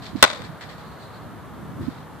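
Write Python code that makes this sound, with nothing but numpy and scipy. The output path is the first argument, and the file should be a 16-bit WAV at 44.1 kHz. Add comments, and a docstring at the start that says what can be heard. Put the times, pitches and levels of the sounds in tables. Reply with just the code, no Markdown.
"""Open dirt field: light wind bumps two microphone ports over a distant traffic wash and a thin hiss.
The batter's shoes scuff the dirt. At 0.23 s a bat cracks against a softball a few metres away:
damped modes plus a burst of squeezed-out air, overloading the microphone. Two quick reflections
follow, then fainter slaps and a scattered tail with a faint falling ring.
More scuffs as the batter steps away; a small gust near 1.8 s."""
import sys
import numpy as np
from scipy import signal
from scipy.fft import rfft, irfft
from scipy.io import wavfile
from scipy.ndimage import uniform_filter1d

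SR = 44100
rng = np.random.default_rng(int(sys.argv[2]) if len(sys.argv) > 2 else 0)


def unload_audio(sound):
    """Save the sound as a 16-bit wav file, at the path given as the first command line argument."""
    columns = np.transpose(np.atleast_2d(sound))
    # keep every value between -1 and 1, then stretch to whole-number steps
    steps = np.round(np.clip(columns, -1, 1) * 32767)
    wavfile.write(sys.argv[1], SR, steps.astype(np.int16))


N = 97020
T = np.arange(N) / SR
HIT_S = .2261
AGE_S = np.maximum(T - HIT_S, 0)


def undb(db):
    """Decibels to gain."""
    return 10 ** (np.asarray(db) / 20)


def curve(rows):
    """Gain over time from (s, dB) points."""
    return undb(np.interp(T, *np.array(rows).T))


def pan(db):
    """Constant-power stereo gains; db is left over right."""
    gains = undb([[db / 2], [-db / 2]])
    return gains / np.sqrt(np.mean(gains ** 2))


def noise(spectrum, correlation):
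    """Unit-rms stereo noise shaped by (Hz, dB) points."""
    hz, db = np.array(spectrum).T
    gain = undb(np.interp(np.log(np.fft.rfftfreq(N, 1 / SR) + 1), np.log(hz), db))
    mid, side = irfft(rfft(rng.standard_normal((2, N))) * gain, N)
    stereo = np.sqrt(1 + correlation) * mid + np.sqrt(1 - correlation) * side * np.array([[1], [-1]])
    return stereo / stereo.std()


def wander(rate_hz):
    """Smooth random drift, unit deviation."""
    hold = int(SR / rate_hz)
    steps = np.repeat(rng.standard_normal(N // hold + 1), hold)
    drift = uniform_filter1d(steps, hold)[:N]
    return drift / drift.std()


def decay(t60_s):
    """Exponential decay from the hit on."""
    return (T >= HIT_S) * np.exp(-np.log(1000) * AGE_S / t60_s)


def delay(x, lag_s):
    """Circular delay in whole samples."""
    return np.roll(x, int(round(lag_s * SR)), axis=-1)


def butter(x, order, hz, kind):
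    """Butterworth filter."""
    return signal.sosfilt(signal.butter(order, hz, kind, fs=SR, output="sos"), x)


def bat_hit():
    """A short contact rings bat and ball and squeezes out a burst of air; the right port hears it first."""
    # Each row: frequency in Hz, relative level in dB, t60 in seconds, pan in dB.
    modes = [(237, -24, .024, -2), (410, -13, 0.022, -3.5), (544, -18, 0.027, 0), (845, -8.5, 0.024, 1),
             (1008, -7.5, 0.019, -2.5), (1087, -12, 0.031, 2), (1325, -11, 0.023, 7.5),
             (1457.5, -6, 0.024, 7), (1580, -18, 0.032, 6), (1750, -14.5, 0.024, 6), (1976, -12, 0.015, 4),
             (2629, -8, 0.019, 1.5), (3564, -3, 0.017, 10), (4056, -7.5, 0.024, 15.5),
             (5160, -16, 0.015, -5), (6350, -13, 0.019, -4.5), (7890, -16, 0.018, 3)]
    # Each row: frequency in Hz, relative density in dB.
    crack_spectrum = [(60, -19), (200, -8.5), (400, -2.5), (600, 0), (1150, -5.5), (1600, -1), (2500, -4.5),
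                      (4000, -5.5), (6000, -9), (9000, -17.5), (11000, -25), (15000, -32)]
    ring_db, crack_db, contact_s = 13.5, 15, .00012
    detune = 1 + .0035 * rng.standard_normal(len(modes))
    ring = 0
    for k, (hz, db, t60_s, pan_db) in enumerate(modes):
        mode = decay(t60_s) * np.sin(2 * np.pi * hz * detune[k] * AGE_S)
        ring += (-1) ** k * undb(db) * pan(pan_db) * mode
    crack = undb(crack_db) * decay(t60_s=.0155) * noise(crack_spectrum, correlation=.1)
    blow = (undb(ring_db) * ring + crack) * (1 - np.exp(-AGE_S / contact_s))
    left, right = butter(blow + 1e-18, 2, 120, "high")
    return np.array([delay(left, lag_s=.00008), right]) * pan(db=1.5)


def reflections(hit):
    """Two dulled echoes from close by, then fainter slaps from around the field."""
    # Each entry: delay of a close echo in seconds.
    echo_lags_s = [.01277, .02243]
    # Each row: level in dB, treble edge in Hz, pan in dB.
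    echo_colours = [(-10, 3300, 3.5), (-18, 2900, -1)]
    # Each row: delay in seconds, level in dB.
    slaps = [(.053, -40), (.064, -45), (0.075, -36.5), (.087, -39.5), (.105, -41), (.147, -49), (.193, -47)]
    near = sum(undb(db) * pan(pan_db) * butter(delay(hit, lag_s), 1, hz, "low")
               for lag_s, (db, hz, pan_db) in zip(echo_lags_s, echo_colours))
    far = sum(undb(db) * delay(hit, lag_s) for lag_s, db in slaps)
    return near + butter(far, 1, 7000, "low")


def scattered_tail():
    """Sound scattered by the field: grainy noise with a fast and a slow decay."""
    # Each row: frequency in Hz, relative density in dB.
    spectrum = [(30, -45), (120, -26), (330, -16), (600, 5.5), (800, -2), (1050, 6.5), (1550, 0), (2150, 2),
                (2900, -7.5), (3700, 3), (4600, -3), (5600, -13.5), (8000, -14.5), (11000, -29),
                (15000, -50)]
    early_db, late_db, rise_s = -7.5, -23.5, .0065
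    rise = 1 - np.exp(-AGE_S / rise_s)
    fall = undb(early_db) * decay(t60_s=.068) + undb(late_db) * decay(t60_s=.53)
    return rise * fall * noise(spectrum, correlation=.16) * undb(1.8 * wander(249)) * pan(db=4.5)


def sagging_ring():
    """A faint noise band in the tail falls in pitch, as from a row of evenly spaced posts."""
    start_hz, floor_hz, width_hz, sag_s = 770, 420, 150, .14
    level_db, end_s = -38, .5
    hz = floor_hz + (start_hz - floor_hz) * np.exp(-AGE_S / sag_s)
    carrier = np.exp(2j * np.pi * np.cumsum(hz) / SR)
    band = np.real(carrier * (wander(width_hz) + 1j * wander(width_hz)))
    gate = np.clip((end_s - T) / .04, 0, 1)
    return undb(level_db) * decay(t60_s=1.1) * gate * band


def scuffs():
    """Shoes and cloth scrape as the batter strides, pivots and steps away; weight adds a lower crunch."""
    # Each row: start in seconds, length in seconds, level in dB, crunch in dB re the scrape.
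    strokes = [(0.018, 0.034, -43.5, -20), (0.051, .045, -44.5, -15), (0.158, 0.15, -45.5, -18),
               (0.437, .025, -45.5, -3), (0.606, 0.045, -42.5, -1.5), (0.687, 0.054, -48, -3),
               (0.73, 0.0069, -55, -8), (0.777, 0.076, -54.5, -8), (1.813, 0.11, -52, -10),
               (1.895, 0.25, -57.5, -10)]
    # Grit under a sole, then its crunch under load. Each row: frequency in Hz, relative density in dB.
    grit_spectrum = [(100, -32), (400, -20), (1200, -7.5), (1900, 2), (2800, -5.5), (3400, 0.5), (4300, 1),
                     (5200, -6), (5900, -13), (8000, -12.5), (11000, -39), (15000, -34)]
    crunch_spectrum = [(400, -30), (1500, -12), (1750, 3), (1980, -2), (2150, -10), (2350, -5), (2700, -24),
                       (6000, -43)]
    attack_s, release_s, grain_db = .0057, .032, 1.5
    scrape = crunch = 0
    for start_s, length_s, db, crunch_db in strokes:
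        attack = np.clip((T - start_s) / attack_s, 0, 1)
        release = np.exp(-np.maximum(T - start_s - length_s / 2, 0) / min(release_s, length_s))
        scrape += undb(db) * attack * release
        crunch += undb(db + crunch_db) * attack * release
    dirt = scrape * noise(grit_spectrum, correlation=.063)
    dirt += crunch * noise(crunch_spectrum, correlation=.1)
    return dirt * undb(grain_db * wander(400))


def buffets():
    """Each eddy bumps mainly one port: a brief low thump with a weaker, deeper partial."""
    # Each row: centre in seconds, width in seconds, level in dB, frequency in Hz, pan in dB.
    eddies = [(0.134, 0.002, -20.5, 192, -29), (0.148, 0.0061, -23, 128, -26),
              (0.1576, 0.0049, -13.5, 272, -34), (.179, 0.0051, -25.5, 210, -13),
              (.405, .006, -25, 165, -31), (0.498, 0.0054, -26, 156, -25), (1.818, 0.013, -28.5, 111, 5),
              (1.874, 0.011, -27, 150, -18), (1.8852, 0.0061, -13, 262, -38)]
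    sub_db, sub_ratio = -15, .4
    thumps = 0
    for centre_s, width_s, db, hz, pan_db in eddies:
        phase, sub_phase = rng.random(2)
        cycles = hz * (T - centre_s)
        tone = np.sin(2 * np.pi * (cycles + phase))
        sub = undb(sub_db) * np.sin(2 * np.pi * (sub_ratio * cycles + sub_phase))
        envelope = np.exp(-((T - centre_s) / width_s) ** 2)
        thumps += undb(db) * envelope * (tone + sub) * pan(pan_db) / np.sqrt(2)
    return thumps


def wind():
    """Rumble and higher eddies, fluttering separately on each port."""
    # Each row: frequency in Hz, relative density in dB.
    rumble_spectrum = [(20, -30), (38, -24), (58, -5), (100, -1.5), (160, 0.5), (250, -9), (350, -18.5),
                       (500, -26), (1000, -54.5)]
    eddy_spectrum = [(60, -29), (150, -5.5), (230, 2.5), (330, -1), (450, -16), (900, -46.5)]
    # Each row: time in seconds, level in dB.
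    rumble_levels = [(0, -39), (.3, -44), (.5, -40.5), (.62, -44), (.8, -42), (1.0, -45), (1.2, -42),
                     (1.36, -40.5), (1.68, -41.5), (1.82, -33), (1.93, -42.5), (2.2, -45.5)]
    eddy_levels = [(0, -47.5), (.45, -48.5), (.95, -62), (1.2, -50.5), (1.35, -45), (1.45, -53.5),
                   (1.6, -41.5), (1.69, -45.5), (1.81, -35), (1.86, -43.5), (1.95, -50), (2.2, -49)]
    flutter_db = 1.3 * np.array([wander(24.98), wander(25.21)])
    rumble = noise(rumble_spectrum, correlation=.44) * curve(rumble_levels) * pan(db=-1.5)
    eddies = noise(eddy_spectrum, correlation=.41) * curve(eddy_levels)
    return undb(flutter_db) * (rumble + eddies)


def background():
    """Far traffic wash, a thin distant sizzle near 4 kHz and microphone self-noise."""
    # Each row: frequency in Hz, relative density in dB.
    traffic_spectrum = [(30, -31), (100, -8.5), (400, 0), (900, 1), (1300, -1), (1800, -8), (2500, -17.5),
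                        (3600, -18.5), (4500, -25.5), (5500, -42), (15000, -55)]
    sizzle_spectrum = [(2000, -15), (3400, -11), (4200, 1), (4600, -5), (5200, -20), (8000, -19),
                       (12000, -37)]
    # Each row: time in seconds, level in dB.
    sizzle_levels = [(0, -56), (.6, -66), (.8, -61), (1.0, -57), (1.12, -59), (1.14, -54), (1.165, -55),
                     (1.2, -63), (1.3, -69), (1.6, -76), (2.2, -73)]
    traffic_db, self_noise_db = -43, -58
    traffic = undb(traffic_db + .52 * wander(5.3)) * noise(traffic_spectrum, correlation=.71)
    sizzle = curve(sizzle_levels) * noise(sizzle_spectrum, correlation=.24) * undb(2.4 * wander(40.3))
    return traffic + sizzle + undb(self_noise_db) * rng.standard_normal((2, N))


def scene():
    """The hit and its echoes over footwork, wind and background."""
    hit = bat_hit()
    field = reflections(hit) + scattered_tail() + sagging_ring()
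    return hit + field + scuffs() + buffets() + wind() + background()


def record(dry):
    """Overload clips the crack flat; deep bass and top treble are cut."""
    clip_level, low_hz, top_hz = .97, 45, 14650
    clipped = np.clip(dry, -clip_level, clip_level)
    thinned = butter(clipped, 2, low_hz, "high")
    return signal.sosfilt(signal.ellip(8, .2, 70, top_hz, fs=SR, output="sos"), thinned)


dry = scene()
out = record(dry)
unload_audio(out)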